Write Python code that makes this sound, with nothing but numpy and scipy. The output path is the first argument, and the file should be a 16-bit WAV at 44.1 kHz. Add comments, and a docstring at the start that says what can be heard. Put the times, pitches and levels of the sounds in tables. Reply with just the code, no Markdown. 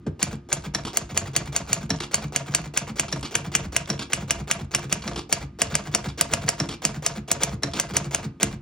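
"""A portable manual typewriter on a wooden desk in a small quiet room, heard by a phone's two close ports.
One dull thump, probably the shift key, comes first; then letters are typed, with space-bar blows between words.
In each letter the levers rattle, the escapement trips, the typebar slaps ringing steel on a rubber platen, the
carriage steps on and the typebar drops back. The space bar pings a steel stop, is held and clacks on its return.
Contacts are shaped noise and ticks, resonances are damped sines; the desk booms below and a hush lies behind."""
import sys
import numpy as np
from scipy import signal
from scipy.fft import rfft, irfft
from scipy.io import wavfile
from scipy.ndimage import uniform_filter1d

SR = 44100
rng = np.random.default_rng(int(sys.argv[2]) if len(sys.argv) > 2 else 0)


def store_pcm(level_fs):
    """Save levels as 16-bit WAV."""
    pcm = np.round(np.clip(level_fs, -1, 1) * 32767).astype(np.int16)
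    wavfile.write(sys.argv[1], SR, np.atleast_2d(pcm).T)


N = 379965


def undb(db):
    """Decibels to gain."""
    return 10 ** (np.asarray(db) / 20)


def seconds(length):
    """Time axis of a short sound."""
    return np.arange(int(length * SR)) / SR


def add(track, s, sound):
    """Mix a sound into a track at time s."""
    start = int(np.clip(s * SR, 0, N))
    track[start:start + len(sound)] += sound[:N - start]


def unit(x):
    """Scale to unit energy."""
    return x / np.sqrt(np.sum(x ** 2))


def sized(x, db, length_s):
    """Give a short sound the energy of level db held for length_s."""
    return unit(x) * undb(db) * np.sqrt(length_s * SR)


def through(x, response):
    """Pass a sound through an impulse response."""
    return signal.fftconvolve(x, response)[:len(x)]


def colour(points, size=2048):
    """Minimum-phase, unit-energy response shaped like the given (Hz, dB) spectrum."""
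    hz, db = np.transpose(points)
    log_hz = np.log(np.fft.rfftfreq(size, 1 / SR) + 1)
    gain = undb(np.interp(log_hz, np.log(hz), db))
    # folding the cepstrum forward makes the response causal
    cepstrum = irfft(np.log(gain))
    cepstrum[1:size // 2] *= 2
    cepstrum[size // 2 + 1:] = 0
    return unit(irfft(np.exp(rfft(cepstrum))))


def ring(modes, detune=0, scatter_db=0):
    """Unit-energy ring of damped modes; each blow may weight and tune them a little differently."""
    t = seconds(.4)
    out = np.zeros(len(t))
    for k, (hz, db, t60) in enumerate(modes):
        level_chance, pitch_chance = rng.standard_normal(2)
        decay = undb(db + scatter_db * level_chance - 60 * t / t60)
        tone = np.sin(2 * np.pi * hz * (1 + detune * pitch_chance) * t)
        out += decay * tone * (-1) ** k  # neighbours start in opposite directions
    return unit(out)


def chatter(count, grain_db):
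    """Tiny contacts of very unequal size, clumping independently in four bands of pitch; rms 1."""
    hz, out = np.fft.rfftfreq(count, 1 / SR), 0
    for lo, hi in [(0, 1300), (1300, 3200), (3200, 7000), (7000, SR)]:
        sizes = np.minimum(rng.exponential(size=count // 24 + 1), 3.5)
        size_db = grain_db * np.repeat(sizes, 24)[:count]
        clumps = rng.standard_normal(count // 150 + 1)
        clump_db = .7 * grain_db * np.repeat(clumps, 150)[:count]
        contacts = rng.standard_normal(count) * undb(size_db + clump_db)
        out = out + rfft(contacts) * (hz >= lo) * (hz < hi)
    return unit(irfft(out, count)) * np.sqrt(count)


def swell(rise, t60, size):
    """Envelope that builds up and dies away, peak 1."""
    t = np.arange(size) / SR
    shape = (1 - np.exp(-t / rise)) * undb(-60 * t / t60)
    return shape / shape.max()


def burst(rise, t60, grain_db, size=6144):
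    """Chattering contacts under an envelope that builds up and dies away."""
    return chatter(size, grain_db) * swell(rise, t60, size)


def jingle(count):
    """Separate ticks of small steel parts, each with its own size and pitches, over a fine chatter."""
    ticks_per_s, tick_t60_s, spread_db, tick_share = 330, .018, 4, .62  # share of the energy in the ticks
    t, out = np.arange(512) / SR, np.zeros(count + 512)
    spacing = SR / ticks_per_s  # samples
    for slot in np.arange(0, count - spacing, spacing):
        hz = rng.uniform(700, 9000, (4, 1))
        tick = unit(np.sum(np.sin(2 * np.pi * hz * t), axis=0) * undb(-60 * t / tick_t60_s))
        tick[0] += 1  # the sharp contact itself
        start = int(slot + rng.random() * spacing)
        out[start:start + len(t)] += tick * undb(spread_db * min(rng.exponential(), 2))
    ticks = np.sqrt(tick_share * count) * unit(out[:count])
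    return ticks + np.sqrt(1 - tick_share) * chatter(count, grain_db=1.5)


def rattle(rise, t60, size=6144):
    """Loose parts tick under an envelope that builds up and dies away."""
    return jingle(size) * swell(rise, t60, size)


def even(x):
    """Level out the dips and peaks of a contact's spectrum, so that it excites all pitches alike."""
    power = uniform_filter1d(np.abs(rfft(x)) ** 2, size=25)
    hz = np.fft.rfftfreq(len(x), 1 / SR) + 1
    flat = through(x, colour(np.column_stack([hz, -10 * np.log10(power)])))
    return unit(flat) * np.sqrt(np.sum(x ** 2))


def blow(t60, bounce_s, bounce_db, buzz_db, buzz_t60):
    """A hard hit, its rebound and the buzz of loose parts; rms 1 over the first 5 ms."""
    force = burst(0.00017, t60, 0.44) + undb(buzz_db) * burst(0.00078, buzz_t60, 3.2)
    gap = int(bounce_s * rng.uniform(0.87, 1.0) * SR)
    rebound = undb(bounce_db + 2 * rng.standard_normal()) * burst(0.00056, t60, 1)
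    force[gap:] += rebound[:len(force) - gap]
    force = even(force)
    return force / np.sqrt(np.mean(force[:SR // 200] ** 2))


def vary(db, stroke_db):
    """A level that follows a share of the stroke's extra strength and differs a little every time."""
    usual_db, effort_share, spread_db = -11.5, 0.56, 2
    return db + effort_share * (stroke_db - usual_db) + spread_db * rng.standard_normal()


# Letters; levels are mix settings that each sound trims further. Each row: slap time in seconds, steel slap
# in dB, platen knock in dB, carriage shudder in dB, finger's push on the machine in dB, time until the typebar
# falls back in seconds, thump and click of its landing in dB, key travel before the slap in seconds,
# lever rattle in dB.
LETTERS = [(0.228, -9, -20, -26.5, -29.5, 0.1, -31, -34, 0.035, -38),
           (0.528, -9.5, -23, -22.5, -33.5, 0.13, -30.5, -33, 0.04, -41.5),
           (0.9713, -10.0, -21, -24, -38, 0.14, -32.5, -36, 0.039, -36.5),
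           (1.1749, -9, -19, -23, -35.5, 0.1, -32.5, -34, 0.031, -38.5),
           (1.364, -8.5, -17.5, -24, -31, 0.11, -30.5, -35, 0.03, -40.5),
           (1.563, -10, -20, -23, -39.5, 0.13, -32.5, -36.5, 0.04, -37),
           (1.7299, -9, -19.5, -26.0, -42, 0.1, -30.5, -37, 0.043, -36),
           (2.1431, -9, -17.5, -21, -34.5, 0.096, -27.5, -32, 0.031, -38.5),
           (2.3611, -11, -17, -23.5, -36, 0.12, -29.5, -35, 0.038, -38.5),
           (2.548, -8, -16.5, -24, -34.5, 0.11, -33.0, -36.5, 0.041, -41.5),
           (2.7741, -9.5, -15.5, -26, -44, 0.12, -33, -33, 0.037, -37),
           (2.9964, -10.5, -15.0, -24.5, -33, 0.13, -35, -49, 0.039, -38.0),
           (3.3531, -10.5, -13, -24.0, -32.5, 0.11, -29.5, -34, 0.044, -39),
           (3.5509, -8.5, -12.0, -27, -31, 0.1, -30.5, -36.5, 0.033, -38.5),
           (3.7642, -11, -12, -22, -37, 0.13, -29.5, -33.5, 0.043, -37.0),
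           (4.1328, -11.5, -13.0, -25.5, -34, 0.09, -30.5, -35.5, 0.035, -40),
           (4.3074, -10, -12.5, -20, -32, 0.095, -30, -37, 0.03, -42),
           (4.512, -10.5, -13.5, -23.5, -38.5, 0.097, -30, -36, 0.038, -37),
           (4.7482, -10, -14, -20.5, -30.5, 0.093, -31, -35.5, 0.038, -40),
           (4.926, -10.5, -16.5, -23.0, -32, 0.13, -32, -36.5, 0.031, -38.5),
           (5.3262, -8, -13.5, -21.5, -33.5, 0.1, -33, -36, 0.034, -38.0),
           (5.6175, -8.5, -14, -15.5, -33, 0.104, -29.5, -34.0, 0.03, -36),
           (5.7526, -9.5, -17.5, -21.5, -40, 0.12, -30, -34, 0.053, -42.5),
           (5.9486, -9, -17.0, -17.5, -34, 0.111, -27, -29.5, 0.034, -41.5),
           (6.2107, -10, -16.5, -19, -33.5, 0.098, -32, -39, 0.035, -33.5),
           (6.3362, -10.5, -15.5, -17.5, -31.5, 0.098, -28.5, -33.5, 0.022, -30),
           (6.4888, -9.5, -19.5, -18, -48, 0.11, -32, -36.5, 0.026, -36),
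           (6.851, -8.5, -16.5, -21.5, -29.5, 0.11, -29.5, -35, 0.032, -34),
           (7.063, -10.5, -20, -19.5, -38, 0.11, -30.5, -33.5, 0.04, -35.5),
           (7.315, -9.5, -19.5, -17, -35, 0.11, -36, -29, 0.038, -36),
           (7.4341, -9.5, -19.5, -20.5, -35.5, 0.092, -28.5, -37, 0.021, -30),
           (7.7984, -11.5, -18.5, -21.5, -35.5, 0.11, -31.0, -34, 0.036, -34.5),
           (7.967, -8.5, -18.5, -20, -32, 0.091, -29, -36, 0.031, -34),
           (8.147, -11.5, -17, -20.5, -34.5, 0.1, -28, -34.5, 0.038, -35),
           (8.4301, -10.0, -15, -18.5, -24.5, 0.1, -32, -38.5, 0.03, -32.0)]
# Where the struck steel's ring is known along the carriage's travel: the time of each place in seconds.
CARRIAGE_PLACES_S = [1.6, 3.9, 6.2, 8.2]
# Modes of the struck steel. Each row: pitch in Hz, t60 in seconds, relative level in dB at each of the places.
STRUCK_STEEL = [(4534, 0.023, 2.5, -10, -6, -1), (4860, 0.015, -20.5, -23, -3.5, -8),
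                (5400, 0.033, -11, -5.5, -6, -1.5), (5700, 0.017, -17, -3.5, -6, -24),
                (6060, 0.026, -9, 0, -5.5, 7), (6330, 0.014, 3, -0.5, -2.5, 8.5),
                (6760, 0.013, -3.5, -2, -6.5, 5), (6870, 0.018, -5, -8, -3, -7.5),
                (7260, 0.025, 6, -5, -8, -5), (7410, .016, -1, 3, 0.5, -8), (7600, .017, -5, -1.5, 0, 5),
                (8640, 0.021, -2, -9, -5, -10)]
# Modes of the platen. Each row: pitch in Hz, relative level in dB, t60 in seconds.
PLATEN_MODES = [(1785, -3, 0.027), (2220, -15, 0.0063), (2340, -5.5, 0.006), (2890, 11.5, 0.033),
                (3010, 7, 0.0045)]
# Spectra of the dry slap, the dry knock and the first crack. Each row: frequency in Hz, relative level in dB.
SLAP_SPECTRUM = [(1000, -24), (3600, -18), (5000, -9), (6400, -0.5), (7400, -2), (8200, 1.5), (10000, 1),
                 (13000, -27), (15400, -10.5), (17000, -32.5)]
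KNOCK_SPECTRUM = [(200, -1), (700, -21.5), (1100, -3.5), (1700, 2.5), (2800, 7.5), (3500, -2.5),
                  (5000, -19), (12000, -31.5)]
CRACK_SPECTRUM = [(3000, -35), (8000, -1), (10500, -7), (13000, -9), (15500, -8), (17000, -23)]


def typebars():
    """The slug slaps the paper: steel rings bright, rubber knocks; the ring shifts as the carriage travels."""
    steel_ring_db, platen_ring_db = -3.5, -5.5  # relative to the dry blow
    crack_db = -6.5  # the slug's first contact, relative to the slap
    out, contact = np.zeros((2, N))
    steel_colour, rubber_colour = colour(SLAP_SPECTRUM), colour(KNOCK_SPECTRUM)
    for s, slap_db, knock_db, *_ in LETTERS:
        modes = [(hz, np.interp(s, CARRIAGE_PLACES_S, dbs), t60) for hz, t60, *dbs in STRUCK_STEEL]
        steel = blow(t60=0.006, bounce_s=0.0014, bounce_db=-7, buzz_db=-24.5, buzz_t60=0.089)
        rubber = blow(t60=0.0041, bounce_s=0.0028, bounce_db=-11.5, buzz_db=-16.0, buzz_t60=0.017)
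        steel_ring = unit(through(steel, ring(modes, detune=0.004, scatter_db=2.5)))
        slap = unit(through(steel, steel_colour)) + undb(steel_ring_db) * steel_ring
        platen_ring = unit(through(rubber, ring(PLATEN_MODES, detune=0.014, scatter_db=3.5)))
        knock = unit(through(rubber, rubber_colour)) + undb(platen_ring_db) * platen_ring
        add(out, s, sized(slap, slap_db, length_s=0.002))
        add(out, s, sized(knock, knock_db, length_s=0.0014))
        crack = burst(rise=0.00033, t60=0.015, grain_db=13.0, size=1024)
        add(contact, s, undb(slap_db + crack_db) * crack)
    return out + through(contact, colour(CRACK_SPECTRUM))


# Space-bar strokes; levels are mix settings that each sound trims further. Each row: start in seconds, blow in
# dB, ping relative to the blow in dB, thump in dB, time held down in seconds, release click in dB, time to
# rise in seconds, clack at the top in dB.
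SPACES = [(0.7477, -16, 0, -31, .1025, -28.5, .03, -39), (1.9034, -16, 0, -22.5, .099, -26, .031, -29),
          (3.1256, -18, -1, -31, .102, -29.5, .025, -36), (3.9003, -16.5, -1, -29, .092, -27, .031, -32),
          (5.0769, -18.5, -9, -29, .082, -28, .029, -31), (6.6, -16.5, -1, -23.5, .088, -28, .049, -33),
          (7.633, -16, 0, -26, .1015, -27, .035, -35)]
# Modes of the steel stop. Each row: pitch in Hz, relative level in dB, t60 in seconds.
SPACE_STOP_MODES = [(1780, -15, 0.042), (4010, -11.5, 0.029), (5568, -2.5, 0.032), (5640, -7, 0.019),
                    (6300, -9, 0.013), (7440, -8, 0.0097), (9010, -11, 0.019), (10140, -15, 0.024)]
# Spectrum of the escapement pawl and the space bar's rod. Each row: frequency in Hz, relative level in dB.
PAWL_SPECTRUM = [(200, 2.5), (700, 2.5), (1500, 6.5), (3500, 3), (6300, 2), (8500, -31), (11000, -16),
                 (13000, -23), (15500, -15)]


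def space_bar():
    """The bar bottoms on a steel stop that pings while the rod behind it buzzes."""
    force, ping = np.zeros((2, N))
    for s, db, ping_db, *_ in SPACES:
        hit = blow(t60=0.026, bounce_s=0.0044, bounce_db=-11, buzz_db=-7.0, buzz_t60=0.055)
        add(force, s, undb(db) * hit)
        stop = ring(SPACE_STOP_MODES, detune=0.0034, scatter_db=-0.5)
        add(ping, s + .0005, undb(db + ping_db + 22.0) * stop)  # lifts the unit-energy ring
    return ping + undb(-11.0) * through(force, colour(PAWL_SPECTRUM))


# Modes of the carriage. Each row: pitch in Hz, relative level in dB, t60 in seconds.
CARRIAGE_MODES = [(450, -3, .1), (542, 0, .11), (603, 0, .045), (668, 6, .06), (740, -2, .035),
                  (870, -4, .045), (945, 1, .05)]
# Spectrum of the carriage's dry thud. Each row: frequency in Hz, relative level in dB.
BODY_SPECTRUM = [(200, -6), (400, -5.5), (540, -3), (680, 14.5), (800, -16.5), (950, 1.5), (1200, -2),
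                 (2500, -11.5), (6500, -20.5), (11000, -41), (15500, -34)]


def carriage():
    """The carriage shudders under the slap, slides one step and bumps its stop with a dry thud."""
    step_s, step_db = 0.034, -33.5  # the next stop is reached about this long after the blow
    force = np.zeros(N)
    shudders = [(s, db) for s, _, _, db, *_ in LETTERS] + [(s, db - 7.0) for s, db, *_ in SPACES]
    for s, shudder_db in shudders:
        shudder = even(burst(rise=0.00018, t60=0.012, grain_db=-2.0))
        add(force, s + 0.00179, undb(shudder_db + 0.24) * shudder)
        step_time = s + step_s + .002 * rng.standard_normal()
        step = even(burst(rise=0.0065, t60=0.071, grain_db=2.5))
        add(force, step_time, undb(step_db + rng.standard_normal()) * step)
    return through(force, colour(BODY_SPECTRUM)) + undb(-5.5) * through(force, ring(CARRIAGE_MODES))


# Spectrum of the rattling levers. 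Each row: frequency in Hz, relative level in dB.
LINKAGE_SPECTRUM = [(100, -21.5), (350, 9.5), (1000, -1), (1900, -5.5), (2700, -4), (4000, -7.5),
                    (6500, -5), (8500, -6.5), (10500, -8), (13000, -13.5), (15500, -4)]


def linkage():
    """Levers rattle while the key goes down, and trip the escapement just before the slap."""
    pawl_lead_s, pawl_db = 0.0125, -34
    levers, pawl = np.zeros((2, N))
    for s, slap_db, *_, travel_s, levers_db in LETTERS:
        add(levers, s - travel_s, undb(levers_db) * jingle(count=4096)[:int(travel_s * SR)])
        trip_time = s - pawl_lead_s * rng.uniform(.85, 1.15)
        add(pawl, trip_time, undb(vary(pawl_db, slap_db)) * rattle(rise=0.0079, t60=0.052))
    for s, *_ in SPACES:
        add(levers, s - .011, undb(-36.0) * rattle(rise=0.0042, t60=0.057))
    return through(levers, colour(LINKAGE_SPECTRUM)) + through(pawl, colour(PAWL_SPECTRUM))


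# Spectrum of the typebars on their rest. Each row: frequency in Hz, relative level in dB.
BASKET_SPECTRUM = [(150, -2.5), (400, 4.5), (1200, 0.5), (2000, -3), (3400, -6), (5600, -8), (6500, -9),
                   (9000, -8.5), (13000, -14.5), (15500, -7)]


def basket():
    """Typebars drop back on their rest and jostle their neighbours."""
    force = np.zeros(N)
    for s, *_, fall_s, _, click_db, _, _ in LETTERS:
        db = click_db - 0.8
        add(force, s + fall_s - .022, undb(db - 4.0) * rattle(rise=0.0088, t60=0.12))  # jostling
        add(force, s + fall_s - .001, undb(db) * rattle(rise=0.0004, t60=0.057))  # landing
    return through(force, colour(BASKET_SPECTRUM))


# Spectrum of springs, links and key rings. Each row: frequency in Hz, relative level in dB.
SPRINGS_SPECTRUM = [(200, -8), (600, -1), (1500, 0), (2000, -2), (2700, 1), (3800, -2), (5200, -1),
                    (7000, 1), (9000, -1), (11000, -6), (13000, -18), (15500, -19)]


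def rebounds():
    """The typebar chatters on the ribbon guide after the slap; after every stroke loose links tick one by one."""
    force, ticks = np.zeros((2, N))
    for s, db, *_ in LETTERS:
        guide = burst(rise=0.00028, t60=0.0075, grain_db=-2, size=1024)
        add(force, s + 0.012 + 0.00053 * rng.standard_normal(), undb(db - 15.0) * guide)
    for s, *_ in LETTERS + SPACES:
        for when, softness in rng.random((6, 2)):
            tick = burst(rise=0.00016, t60=0.013, grain_db=6.5, size=1024)
            add(ticks, s + .13 * when + .012, undb(-34.0 - 8.9 * softness - 8.3 * when) * tick)
    return through(force, colour(SLAP_SPECTRUM)) + through(ticks, colour(SPRINGS_SPECTRUM))


def aftershake():
    """Every blow leaves springs, links and key rings rattling, half as many dB stronger as the blow."""
    force = np.zeros(N)
    for s, db, *_ in LETTERS + SPACES:
        add(force, s + .004, undb(-36.5 + .5 * (db + 5.5)) * rattle(rise=0.0014, t60=0.27))
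    return through(force, colour(SPRINGS_SPECTRUM))


# Spectrum of the returning bar and nudged keys. Each row: frequency in Hz, relative level in dB.
RELEASE_SPECTRUM = [(150, 8.5), (330, 9.5), (550, -4), (1100, 2), (2000, -6), (2900, 2), (3600, 0),
                    (5600, -1.5), (7000, -8), (9000, -4), (13000, -20), (15500, -20)]


def space_return():
    """The rising bar unlatches with a tick, clicks the carriage on, rattles and clacks on its upper stop."""
    unlatch_lead_s, unlatch_db, rattle_db = .015, -41, -33.5
    force = np.zeros(N)
    for s, *_, held_s, click_db, rise_s, clack_db in SPACES:
        release = s + held_s
        add(force, release - unlatch_lead_s, undb(unlatch_db) * rattle(rise=.0006, t60=0.012))
        add(force, release, undb(click_db + 1.5) * burst(rise=0.0008, t60=0.05, grain_db=1))
        add(force, release + 0.014, undb(rattle_db) * rattle(rise=0.0077, t60=0.14))
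        add(force, release + rise_s, undb(clack_db) * burst(rise=0.0015, t60=0.05, grain_db=1))
    return through(force, colour(RELEASE_SPECTRUM))


# Faint lone clicks between strokes. Each row: start in seconds, click in dB.
TAPS = [(3.081, -36), (5.02, -38), (6.084, -35), (6.181, -35)]


def taps():
    """A faint lone click, with a faint ping."""
    force, ping = np.zeros((2, N))
    for s, db in TAPS:
        add(force, s, undb(db) * rattle(rise=0.0013, t60=0.12))
        add(ping, s, undb(db + 8) * ring(SPACE_STOP_MODES, detune=0.0034))  # lifts the unit-energy ring
    return ping + through(force, colour(RELEASE_SPECTRUM))


# Modes of the frame. Each row: pitch in Hz, relative level in dB, t60 in seconds.
FRAME_MODES = [(1070, -24, 0.052), (1730, -10.5, 0.067), (2370, 10, 0.085), (2500, 1, 0.064),
               (2930, 0, 0.12), (3313, 4, 0.061), (3750, -12.5, 0.065), (4260, -9, 0.069),
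               (5560, -13, 0.04), (5900, 3.5, 0.028), (6400, -6, 0.079), (6680, 12, 0.076),
               (7430, 7.5, 0.12)]


def ringing_clatter():
    """All the small parts' clatter, with the metal frame ringing along."""
    clatter = rebounds() + linkage() + aftershake() + basket() + space_return() + taps()
    return clatter + undb(-16) * through(clatter, ring(FRAME_MODES))


SHIFT_S = 0.067  # start of the dull thump before the first letter, probably the shift key
# Spectrum of its knock. Each row: frequency in Hz, relative level in dB.
SHIFT_KNOCK_SPECTRUM = [(100, -7), (200, -3), (310, 5), (480, -5), (700, -16), (1500, -31), (6000, -50),
                        (15000, -62)]


def shift_key():
    """A soft, wide knock of the frame."""
    force = np.zeros(N)
    add(force, SHIFT_S, undb(-22.5) * even(burst(rise=0.0017, t60=0.057, grain_db=3.0)))
    return through(force, colour(SHIFT_KNOCK_SPECTRUM))


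# Jolts of the machine: delay in seconds, desk in dB, casing in dB, tilt of the desk in dB per octave.
SHIFT_JOLT = (-0.004, -25.5, -31, -0.5)
PUSH_JOLT, STEP_JOLT = (-0.005, -1.5, -3, 0), (0.038, -34.5, -45, -2)
LANDING_JOLT = (0.002, 0.3, -9, 1.5)
SPACE_JOLT, SPACE_STEP_JOLT = (0.002, -3, -2, 1.5), (0.038, -32, -39, -1)
RELEASE_JOLT = (0.004, -41, -34, 0)


def jolts():
    """Rows of time, desk dB, casing dB and tilt: jolts as keys bottom, the carriage stops and keys return."""
    causes = [(SHIFT_S, 0, SHIFT_JOLT)]
    for s, slap_db, _, _, push_db, fall_s, landing_db, *_ in LETTERS:
        causes.append((s, push_db, PUSH_JOLT))
        causes.append((s, vary(0, slap_db), STEP_JOLT))
        causes.append((s + fall_s, landing_db, LANDING_JOLT))
    for s, blow_db, _, thump_db, held_s, *_ in SPACES:
        causes.append((s, thump_db, SPACE_JOLT))
        causes.append((s, vary(0, blow_db), SPACE_STEP_JOLT))
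        causes.append((s + held_s, 0, RELEASE_JOLT))
    return [(s + delay, db + desk_db, db + casing_db, tilt)
            for s, db, (delay, desk_db, casing_db, tilt) in causes]


def bend(x, lag_s):
    """Bending waves in a board: low notes travel slower, so a thump droops in pitch; lag_s holds at 150 Hz."""
    hz = np.fft.rfftfreq(N, 1 / SR)
    lag = lag_s * np.sqrt(150 / (hz + 1))
    phase = 2 * np.pi * np.cumsum(lag) * SR / N
    return irfft(rfft(x) * np.exp(-1j * phase), N)


# Modes of the desk top and the casing. Each row: pitch in Hz, relative level in dB, t60 in seconds.
DESK_MODES = [(46.7, -25, 0.38), (64.5, -11.5, 0.33), (93.6, -8, 0.24), (121, -8, 0.19), (145, 2, 0.22),
              (170.5, -2, 0.097), (204.7, 0, 0.15)]
CASING_MODES = [(276.6, 0, 0.23), (312.3, 0.5, 0.23), (345.3, -2, 0.35), (447, -9.5, 0.27),
                (548, -11, 0.033)]
# Spectrum of the contact thud. 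Each row: frequency in Hz, relative level in dB.
THUD_SPECTRUM = [(100, -3), (280, -3.5), (500, -2.5), (800, -9), (1500, -11.5), (4000, -24.5), (8000, -24),
                 (13000, -38.5)]


def desk():
    """Each jolt is a dull contact thud, a clunk of the casing and then a soft boom of the desk top."""
    wood, thuds = np.zeros((2, N))
    for s, desk_db, casing_db, tilt in jolts():
        modes = [(hz, db + tilt * np.log2(hz), t60) for hz, db, t60 in DESK_MODES]
        boom = ring(modes, detune=0.039, scatter_db=4.0)
        clunk = ring(CASING_MODES, detune=0.017, scatter_db=5.5)
        t = np.arange(len(boom)) / SR
        # both start early because the board delays them
        add(wood, s - .03, sized(boom * (1 - np.exp(-t / 0.017)), desk_db, length_s=0.032))
        add(wood, s - .02, sized(clunk * (1 - np.exp(-t / 0.001)), casing_db, length_s=0.012))
        add(thuds, s + 0.001703, undb(casing_db - 5.0) * burst(rise=0.0012, t60=0.094, grain_db=1.0))
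    return bend(wood, lag_s=.03) + through(thuds, colour(THUD_SPECTRUM))


def sway():
    """The heavy carriage stops and the desk gives a slow, deep shake in its three lowest modes."""
    out = np.zeros(N)
    for strokes, delay_s, db in [(LETTERS, .038, -43.5), (SPACES, .014, -34)]:
        for s, stroke_db, *_ in strokes:
            shake = ring(DESK_MODES[:3], detune=0.04, scatter_db=3)
            t = np.arange(len(shake)) / SR
            slow_shake = shake * (1 - np.exp(-t / 0.082))
            add(out, s + delay_s, sized(slow_shake, vary(db, stroke_db), length_s=0.021))
    return out


# Decay of the room. Each row: frequency in Hz, t60 in seconds.
ROOM_T60 = [(100, 0.022), (400, 0.42), (1500, 0.27), (4000, 0.26), (8000, 0.011), (15000, 0.037)]


def room_response():
    """Diffuse reflections of a small room, as noise bands that each die at their own rate."""
    t = seconds(.5)
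    hz, t60 = np.transpose(ROOM_T60)
    edges = np.geomspace(60, 18000, 11)
    tail = 0
    for lo, hi in zip(edges, edges[1:]):
        band_filter = signal.butter(2, [lo, hi], "band", fs=SR, output="sos")
        band = signal.sosfilt(band_filter, rng.standard_normal(len(t)))
        band_t60 = np.interp(np.log(lo * hi) / 2, np.log(hz), t60)
        tail = tail + band * undb(-60 * t / band_t60)
    return unit(tail * np.clip(t / 0.00049 - .5, 0, 1))  # silent until the first reflection


# Spectrum of the hush. Each row: frequency in Hz, relative level in dB.
QUIET_SPECTRUM = [(20, -9), (32, -24.5), (45, -5.5), (100, -1), (210, -1.5), (280, -4), (500, -27),
                  (1200, -29.5), (2500, -34), (6000, -45), (15000, -52.5)]


def house_hush():
    """The low hush of the house: steady coloured noise."""
    return undb(-48) * through(rng.standard_normal(N), colour(QUIET_SPECTRUM, size=8192))


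# Steady tones of the room. Each row: pitch in Hz, rms level in dB.
HUM_TONES = [(349, -57.5), (1228, -70)]


def hum():
    """Faint steady tones in the room, sharing a slight unsteadiness of pitch."""
    drift = uniform_filter1d(rng.standard_normal(N), size=4096)
    warped_time = np.cumsum(1 + .004 * drift / drift.std()) / SR  # 0.4 % rms drift
    return sum(undb(db) * np.sqrt(2) * np.sin(2 * np.pi * hz * warped_time) for hz, db in HUM_TONES)


def scene():
    """The machine, its room and the low hush of the house, on two channels."""
    room_db, side_db = -16, -17.5
    machine = typebars() + ringing_clatter() + carriage() + space_bar() + shift_key() + desk() + sway()
    room = undb(room_db) * through(machine, room_response())
    mid = machine + room + house_hush() + hum()
    # close ports hear the same bass; only shorter waves differ between them
    high_pass = signal.butter(2, 400, "high", fs=SR, output="sos")
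    side = signal.sosfilt(high_pass, through(machine, room_response()))
    return mid + undb(side_db) * side * np.array([[1], [-1]])


# The two microphone ports. Each row: frequency in Hz, left's phase lead in radians, left minus right in dB.
PORTS = [(0, 0, 0), (400, 0, 0), (800, -.3, 0), (1200, -.1, -1.5), (2100, 0, 0), (2760, .9, -2),
         (3300, .5, -4), (3900, .35, 0), (4800, .45, 0), (6000, 1.35, 0), (8000, 2.25, 0), (9700, 3.05, 0),
         (13500, 3.2, 0), (15500, 3.7, 0)]


def record(dry):
    """The two ports differ in phase and shading; the phone cuts the deep bass and the top."""
    hz, lead, balance = np.transpose(PORTS)
    bins = np.fft.rfftfreq(N, 1 / SR)
    phase, balance_db = np.interp(bins, hz, lead), np.interp(bins, hz, balance)
    half = np.array([[.5], [-.5]])  # each port takes half of the difference
    ports = irfft(rfft(dry) * undb(half * balance_db) * np.exp(1j * half * phase), N)
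    bass_cut = signal.butter(4, 38, "high", fs=SR, output="sos")
    top_cut = signal.ellip(10, .2, 80, 15900, fs=SR, output="sos")
    ports = signal.sosfilt(bass_cut, ports)
    return signal.sosfilt(top_cut, np.clip(ports, -1, 1))


dry = scene()
out = record(dry)
store_pcm(out)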